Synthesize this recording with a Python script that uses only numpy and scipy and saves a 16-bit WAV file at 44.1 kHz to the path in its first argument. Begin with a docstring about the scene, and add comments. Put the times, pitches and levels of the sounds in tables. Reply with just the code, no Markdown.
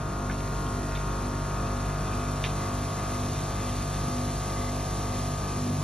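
"""An induction motor hums and throbs close by: a drain-cleaning machine at work in a small room.
The load of the cable sways its speed about twice a second; the hum is a stack of shaft orders.
The cable turns in an open iron drain pipe: shaped noise rumbles and scrapes, binding a few times.
Knocks ring as decaying pipe modes with scattered echoes, under a hiss that grows slowly overall.
A hand-held microphone with two ports drifts between two spots in the room's standing waves."""
import sys
import numpy as np
from scipy import signal
from scipy.fft import rfft, irfft, next_fast_len
from scipy.io import wavfile

SR = 44100
rng = np.random.default_rng(int(sys.argv[2]) if len(sys.argv) > 2 else 0)


def generate_wav(sig):
    """Save sig (samples, or channels by samples) to the path in sys.argv[1] as 16-bit PCM at SR."""
    pcm = np.round(np.clip(np.atleast_2d(sig).T, -1, 1) * 32767).astype(np.int16)
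    wavfile.write(sys.argv[1], SR, pcm)


N = 257367
TIME = np.arange(N) / SR  # s

# drift of the hand-held microphone: t/s, place [0 = first spot, 1 = second spot]
MIC_PLACE = [(0, 0.28), (.9, 0.014), (1.5, 0.36), (2.5, 0.68), (3.6, 0.88), (4.5, 1.08), (5.84, 0.89)]
# how hard the housing buzzes: t/s, level/dB
MOTOR_EFFORT = [(0, 0), (1.3, 1), (1.6, 1.3), (2.6, 0.75), (3.8, -0.26), (5.84, 0)]
# the cable binds: t/s, half length/s, rise of the rumble/dB, strain on the motor [1 = full]
CABLE_BINDS = [(0.454, 0.061, 4, 0), (3.4, 0.3, 1.5, 0.1), (5.68, 0.16, 4, 1.1)]

SHAFT_HZ = 49.01  # mean turns per second
SWAY_RATE = 2.055  # sways of the speed per second
BEATS_PER_TURN = 4


def gain_of(db):
    """Decibels to amplitude."""
    return 10 ** (np.asarray(db) / 20)


def evened(x):
    """Scales to rms 1."""
    return x / np.sqrt(np.mean(abs(x) ** 2) + 1e-20)


def curve(rows):
    """Joins (s, value) rows by straight lines."""
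    return np.interp(TIME, *np.transpose(rows))


def read(points, hz):
    """Reads (Hz, value) rows on a log-frequency axis."""
    f, value = np.transpose(points)
    return np.interp(np.log(hz + 1), np.log(abs(f) + 1), value)


def swell(s, half_s):
    """A smooth rise to 1 and fall around time s."""
    return np.exp(-((TIME - s) / half_s) ** 2)


def wander(rate_hz, size=2048):
    """Slow random motion of rms 1, up to about rate_hz."""
    hz = np.fft.rfftfreq(size, TIME[-1] / size)
    lowpass = np.exp(-.5 * (hz / rate_hz) ** 2)
    slow = irfft(rfft(rng.standard_normal(size)) * lowpass)
    return np.interp(TIME, np.linspace(0, TIME[-1], size), evened(slow))


def add(mix, s, sound):
    """Adds a stereo sound into the mix at time s."""
    part = mix[:, round(s * SR):][:, :sound.shape[1]]
    part += sound[:, :part.shape[1]]


def port_noise(colour_db, size=N, density=1):
    """Noise of spectrum colour_db(Hz), dB per Hz, at the two ports; density under 1 thins it to clicks."""
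    # how alike the two ports hear: f/Hz, likeness [0-1]
    likeness = [(200, 1), (300, .94), (480, .73), (900, .55), (1400, .3), (1700, .98), (2100, 1),
                (2500, .9), (3300, 1), (4150, 1), (4600, .86), (6000, .92), (7000, .97), (7600, 1)]
    # by how much the left port leads, up to opposite phase at the top: f/Hz, lead/rad
    port_lead = [(0, 1), (2150, 0), (2500, .6), (3200, .15), (4100, .05), (4400, 1.1), (5000, 2.4),
                 (5400, 1.5), (6000, 1.65), (6500, 1.9), (7050, 2.55), (7700, np.pi)]
    length = next_fast_len(size, True)
    hz = np.fft.rfftfreq(length, 1 / SR)
    kept = rng.random(length) < density
    left, other = rfft(rng.standard_normal((2, length)) * kept)
    apart = hz > likeness[0][0]  # longer waves reach both ports alike
    same = np.where(apart, np.clip(read(likeness, hz), 0, 1), 1)
    right = same * left + np.sqrt(1 - same ** 2) * other
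    right = right * np.exp(-1j * apart * read(port_lead, hz))
    spectrum = gain_of(colour_db(hz)) * np.sqrt(SR / 2)
    return irfft(np.array([left, right]) * spectrum)[:, :size]


def hiss(grain_db=.45, swell_db=.3):
    """A smooth, bright noise, very wide at the top where the two sides sound in opposite phase."""
    # spectrum before the level curve: f/Hz, level/dB per Hz
    hiss_colour = [(500, -100), (1400, -89.5), (1900, -86.5), (2400, -85), (3100, -82.5), (3700, -83),
                   (4400, -80.5), (5000, -81.5), (5400, -80), (6000, -80), (6500, -78.5), (7500, -79),
                   (8500, -78.5), (9500, -81), (10400, -77.5), (11200, -79), (11900, -87)]
    # overall rise: t/s, level/dB
    hiss_level = [(0, -6.5), (.55, -3), (1.5, -3.5), (2.2, -2), (3.2, -0.3), (4.5, .5), (5.84, -0.5)]
    level_db = curve(hiss_level) + grain_db * wander(57) + swell_db * wander(8.0)
    return port_noise(lambda hz: read(hiss_colour, hz)) * gain_of(level_db)


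def rumble(lumpy_db=1.3, thuds_per_s=11, thud=.6, thud_s=.025, roll=.65):
    """The cable rolls and flops on the wall far down the pipe in dull, uneven thuds, harder where it binds."""
    # cable tumbling deep in the pipe, before binding: f/Hz, level/dB per Hz
    rumble_colour = [(15, -83), (38, -73), (55, -58), (70, -65.5), (120, -62.5), (180, -64), (270, -71),
                     (370, -74), (480, -79.7), (900, -105)]
    bind_db = sum(rise_db * swell(s, half_s) for s, half_s, rise_db, _ in CABLE_BINDS)
    thud_count = np.cumsum(thuds_per_s * np.exp(wander(6) / 2)) / SR
    age = thud_count % 1 / thuds_per_s
    thud_shape = (age / thud_s) * np.exp(2 - 2 * age / thud_s)  # peaks at half thud_s
    flops = evened(roll + thud * thud_shape)
    noise = port_noise(lambda hz: read(rumble_colour, hz))
    return noise * flops * gain_of(bind_db + lumpy_db * wander(7.3))


def scrape(turns, grain_db=1.5, rasp=0.23, shift_db=1.5):
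    """The cable rasps on iron in step with the motor; pipe resonances come and go as the contact shifts."""
    # rubbed pipe resonances: f/Hz, width/Hz, level/dB at the first spot, level/dB at the second
    pipe_resonances = [(1400, 140, 3, -2.5), (1740, 150, -3.5, -4), (2044, 45, -1.5, 6),
                       (2276, 53, -3, -2.5), (2492, 170, 0, 0), (2760, 88, -6.5, -6.5), (3610, 110, -6, -1)]
    # scraping before the resonance levels: t/s, level/dB per Hz
    scrape_level = [(0, -82), (1.2, -81.5), (2.0, -79.5), (3.6, -79), (4.3, -81), (5.84, -82.5)]
    place, out = curve(MIC_PLACE), np.zeros((2, N))
    for centre_hz, width_hz, first_db, second_db in pipe_resonances:
        ring = port_noise(lambda hz: -20 * np.log10(1 + ((hz - centre_hz) / width_hz) ** 2))
        spot_db = first_db + place * (second_db - first_db)
        out += ring * gain_of(spot_db + shift_db * wander(2.8))
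    level = gain_of(curve(scrape_level) + grain_db * wander(45))
    return out * level * (1 + rasp * np.cos(2 * np.pi * BEATS_PER_TURN * turns))


def knock(db, centre_hz, octaves, t60, ring=.62, room=.55, contact_s=.00015, room_rise_s=0.006,
          low_share=0.6, crack=1.6, crack_s=.0012, echoes_per_s=2500, mode_width_hz=50, between_db=-9):
    """Steel strikes iron: a sharp crack starts the modes at once; scattered echoes ring on in the pipe."""
    # modes of the struck pipe: f/Hz, level/dB, t60/s
    iron_modes = [(1510, 5.5, .04), (1760, 3.5, 0.039), (2070, 1, 0.046), (2250, 1, 0.053), (2455, 2, .025),
                  (2580, 0.5, 0.024), (2730, -2.5, 0.032), (3120, -4, 0.044), (3320, -6, .045),
                  (3610, 1.5, 0.046), (3890, -3.5, .035), (4680, -6, 0.04), (5460, -5.5, .03),
                  (6000, -5, 0.024)]

    def blow_db(hz):
        """Spectrum of the blow: a hump around its centre, cut steeply below."""
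        hump_db = -10 * np.log10(1 + (np.log2((hz + 1) / centre_hz) / octaves) ** 4 / 2)
        return hump_db - 20 * np.log10(1 + (low_share * centre_hz / (hz + 1)) ** 6)

    def echo_db(hz):
        """Spectrum of the echoes: the blow, raised at the pipe modes."""
        peaks = sum(gain_of(mode_db) / (1 + ((hz - f) / mode_width_hz) ** 2) for f, mode_db, _ in iron_modes)
        return blow_db(hz) + 20 * np.log10(gain_of(between_db) + peaks)

    t = np.arange(SR // 4) / SR
    modes = np.zeros(len(t))
    for k, (hz, mode_db, mode_t60) in enumerate(iron_modes):
        decay = gain_of(mode_db + blow_db(hz) - 60 * t / mode_t60)
        modes += (-1) ** k * decay * np.sin(2 * np.pi * hz * t)
    modes /= np.std(modes[:SR // 200])  # levelled over the first 5 ms
    snap = np.exp(-t / crack_s) * np.sin(2 * np.pi * centre_hz * t)
    onset = 1 - np.exp(-(t / contact_s) ** 2)
    echoes = evened(port_noise(echo_db, size=len(t), density=echoes_per_s / SR))
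    echoes = echoes * gain_of(-60 * t / t60) * (1 - np.exp(-t / room_rise_s))
    return gain_of(db) * ((crack * snap + ring * modes) * onset + room * echoes)


def fan(turns, chop=0.24, lumpy_db=0.5):
    """Fan and bearings rush with the motor's effort and pulse a little with every turn."""
    # rush before the effort: f/Hz, level/dB per Hz
    fan_colour = [(150, -84.5), (370, -73), (450, -75), (600, -75), (700, -70.5), (820, -77.5), (1000, -75),
                  (1250, -79), (1500, -86), (1900, -87.5), (3000, -110)]
    level = gain_of(curve(MOTOR_EFFORT) + lumpy_db * wander(13))
    pulse = 1 + chop * np.cos(2 * np.pi * turns)
    return port_noise(lambda hz: read(fan_colour, hz)) * level * pulse


def drive(unsteady=0.2):
    """Drive and cable add wavering tones that are not locked to the shaft."""
    # tones beside the hum: f/Hz, level/dB, width of the wavering/Hz
    drive_tones = [(115.4, -44.5, 0.29), (133.8, -54, 1.7), (58.35, -51.5, 5), (77, -51, 6.3),
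                   (361.6, -56.5, 3), (472.4, -61.5, 10), (712, -61, 12)]
    out = np.zeros(N)
    for hz, db, width_hz in drive_tones:
        cycles = np.cumsum(hz + width_hz / 2 * wander(4)) / SR + rng.random()
        tone = (1 + unsteady * wander(6.8)) * np.sin(2 * np.pi * cycles)
        out += gain_of(db) * evened(tone)
    return out


def shaft(sway_depth_hz=0.15, sway_crest_s=0.1704, spurt_s=1.135, spurt_half_s=.035, spurt_hz=.28,
          thump_s=1.156):
    """Turns of the shaft: its speed sways, and spurts once as the load eases; zero at one thump."""
    sway = sway_depth_hz * np.cos(2 * np.pi * SWAY_RATE * (TIME - sway_crest_s))
    speed = SHAFT_HZ + sway + spurt_hz * swell(spurt_s, spurt_half_s)
    turns = np.cumsum(speed) / SR
    return turns - np.interp(thump_s, TIME, turns)


def motor(turns, flutter_db=0.8, rattle=0.12, rattle_hz=14, blur=0.15, port_spread=0.48):
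    """Every turn shakes the housing alike: a stack of shaft orders, each a little unsteady."""
    # hum, rows in order: multiple of the shaft speed, level/dB at the first spot, at the second, left-right/dB
    hum_orders = [(1, -35.5, -37, 0), (2, -39.5, -36.5, 0), (3, -40.0, -40, 0), (4, -48.0, -49, -0.1),
                  (5, -46, -44, -0.5), (6, -51, -51, -1), (7, -49.5, -49.5, -1.5), (8, -50, -52, 0.5),
                  (9, -50.5, -50, -2), (10, -64, -57, 3), (11, -51, -48, 3.5), (12, -60.5, -63, 3),
                  (13, -49.5, -49, -0.5), (14, -48.5, -47, 0.5), (15, -52, -48, 2.5), (16, -63.5, -64, 14),
                  (17, -55.5, -52.5, 1.5), (18, -58, -55, 2.5), (19, -49.5, -52, 1.5),
                  (20, -59, -60.5, 11.5), (21, -53.5, -56, 5), (22, -46.5, -52.5, 1.5),
                  (23, -54.5, -48, 0.5), (24, -55, -50.5, 15.5), (25, -48.5, -45.5, 5.5),
                  (26, -52, -50.5, 3), (27, -60.5, -71, 10.5), (28, -51, -60, 10), (29, -48, -58.5, 3),
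                  (30, -61.5, -69.5, 6.5), (31, -57, -58, 2), (32, -65, -61, -0.5), (33, -61, -59.5, 0),
                  (34, -67.5, -67, 3.5), (35, -62, -57.5, -1.5), (36, -64, -62.5, 0),
                  (37, -72.5, -65, -1.5), (38, -68.5, -74.5, -4), (39, -57.5, -74, -1.5)]
    # low orders throb with the sway: order, depth [0-1] at the first spot, at the second,
    # beats per sway, t/s of one trough
    order_throbs = [(2, 0.3, 0.09, 1, .59), (3, .25, 0.31, 1, 0.721), (4, 0.7, .65, 1, .425),
                    (4, 0.3, 0.4, 2, .236), (5, .85, 0.89, 1, 0.568), (5, 0.3, 0.23, 2, 0.16),
                    (6, 0.8, .8, 2, 0.99)]
    # full strain weakens the once-a-turn shake and lifts the growl just above it: f/Hz, level/dB
    strain_colour = [(49, -5.5), (98, 2), (147, 5), (245, 4), (390, -1.5)]
    # the microphone crosses nodes and antinodes: t/s, half length/s, centre f/Hz, half width/Hz, level/dB
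    node_crossings = [(1.28, 0.14, 708, 42, -13.5), (0.96, .4, 735, 25, -4.5), (1.05, 0.33, 637, 25, -2),
                      (3.9, .3, 637, 25, -4), (1.25, .23, 932, 25, 3), (1.65, .25, 1128, 25, 4),
                      (2.7, 0.69, 1128, 25, 3.5), (.9, 0.9, 1030, 25, -4.5), (5, 1.1, 1078, 21, -5),
                      (2, .8, 1275, 25, 3), (2.7, .8, 1422, 25, 3), (5.3, 0.63, 1422, 25, -7.5),
                      (.6, 0.65, 1520, 25, -8), (1.8, 0.37, 1716, 25, 4.5), (1.35, .25, 368, 45, 3),
                      (3.1, .45, 49, 20, -2), (4.2, .2, 245, 25, 3)]
    # orders on the flank of a room resonance swell with the sway: order, swing/dB, t/s of one crest
    order_swings = [(7, 2.5, .21), (9, 1.5, 0.18), (11, 2, 0.24), (13, 2.3, 0), (14, 1.5, 0.28), (15, 1, 0),
                    (17, 3, .16), (19, 1.3, 0.13), (21, 1.8, 0), (22, 2, .19), (24, 5, 0.21), (25, 1, 0.13),
                    (26, 1.5, 0.18), (28, 3, .2), (31, 3, 0.1)]
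    place, effort_db, out = curve(MIC_PLACE), curve(MOTOR_EFFORT), np.zeros((2, N))
    strain = sum(share * swell(s, half_s) for s, half_s, _, share in CABLE_BINDS)
    nodes = [(node_db * swell(s, half_s), centre_hz, width_hz)
             for s, half_s, centre_hz, width_hz, node_db in node_crossings]
    turn, partial = np.exp(2j * np.pi * turns), 1
    for order, first_db, second_db, pan_db in hum_orders:
        order = round(order)
        partial = partial * turn  # each row is the next multiple
        hz = order * SHAFT_HZ
        high = min(order / 12, 1)  # long waves are the steadiest
        db = first_db + place * (second_db - first_db)
        db += (1 + high) / 2 * (effort_db + flutter_db * wander(2.54))
        db += strain * read(strain_colour, hz)
        for node_db, centre_hz, width_hz in nodes:
            db += node_db * np.exp(-((hz - centre_hz) / width_hz) ** 2)
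        # the sway slides some orders up and down the flank of a room resonance
        for which, swing_db, crest_s in order_swings:
            if round(which) == order:
                db += swing_db * np.cos(2 * np.pi * SWAY_RATE * (TIME - crest_s))
        # the lowest orders join in one dull thump a turn; the rest spread into four blurred beats a turn
        thumps = order <= 3
        phase = .5 if thumps else order ** 2 / (2 * BEATS_PER_TURN) + blur * rng.standard_normal()
        tone = gain_of(db) * partial * np.exp(2j * np.pi * phase)
        tone *= 1 + rattle * high * (wander(rattle_hz) + 1j * wander(rattle_hz))
        throb = 0
        for which, first, second, beats, trough_s in order_throbs:
            if round(which) == order:
                depth = np.clip(first + place * (second - first), 0, 1)
                throb = throb + depth * np.exp(2j * np.pi * round(beats) * SWAY_RATE * (TIME - trough_s))
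        tone *= 1 - throb
        # orders caught near a node differ between the ports in both level and phase
        pan_db = pan_db * (not thumps)
        lead = port_spread * high * np.tanh(pan_db / 2) * (-1) ** order
        ports = evened(gain_of([pan_db / 2, -pan_db / 2])) * np.exp([1j * lead, -1j * lead])
        out += (np.sqrt(2) * ports[:, None] * tone).real
    return out


def scene():
    """Motor, drive, cable and pipe together."""
    # the cable knocks on the pipe and rebounds: t/s, level/dB, centre f/Hz, width/octaves, t60 of the echoes/s
    pipe_knocks = [(0.2973, -30.5, 1580, .33, .11), (.3015, -39.5, 1700, .35, .08),
                   (.3105, -40, 2400, .5, .11), (.4035, -40, 2600, .55, .06), (0.665, -42.5, 3100, .1, .06),
                   (.912, -44, 1900, .43, .08), (.9185, -42, 1800, .45, .1), (.9515, -37.5, 3400, .35, .13),
                   (.957, -41, 2600, .45, .1), (0.9722, -42, 2900, .45, .12), (1.102, -46, 2900, .4, 0.073),
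                   (1.672, -44.5, 3400, .4, .1), (2.4396, -26.5, 2850, .7, .2),
                   (2.447, -32, 2400, .45, .12), (2.4535, -37, 4400, .25, .09)]
    turns = shaft()
    mix = hiss() + rumble() + scrape(turns) + fan(turns) + drive() + motor(turns)
    for s, *blow in pipe_knocks:
        add(mix, s, knock(*blow))
    return mix


def record(dry, edge_hz=11900):
    """The recorder's steep band limit: a long lowpass filter."""
    lowpass = signal.firwin(401, edge_hz, window=("kaiser", 8), fs=SR)
    return signal.oaconvolve(dry, lowpass[None], "same")


dry = scene()
out = record(dry)
generate_wav(out)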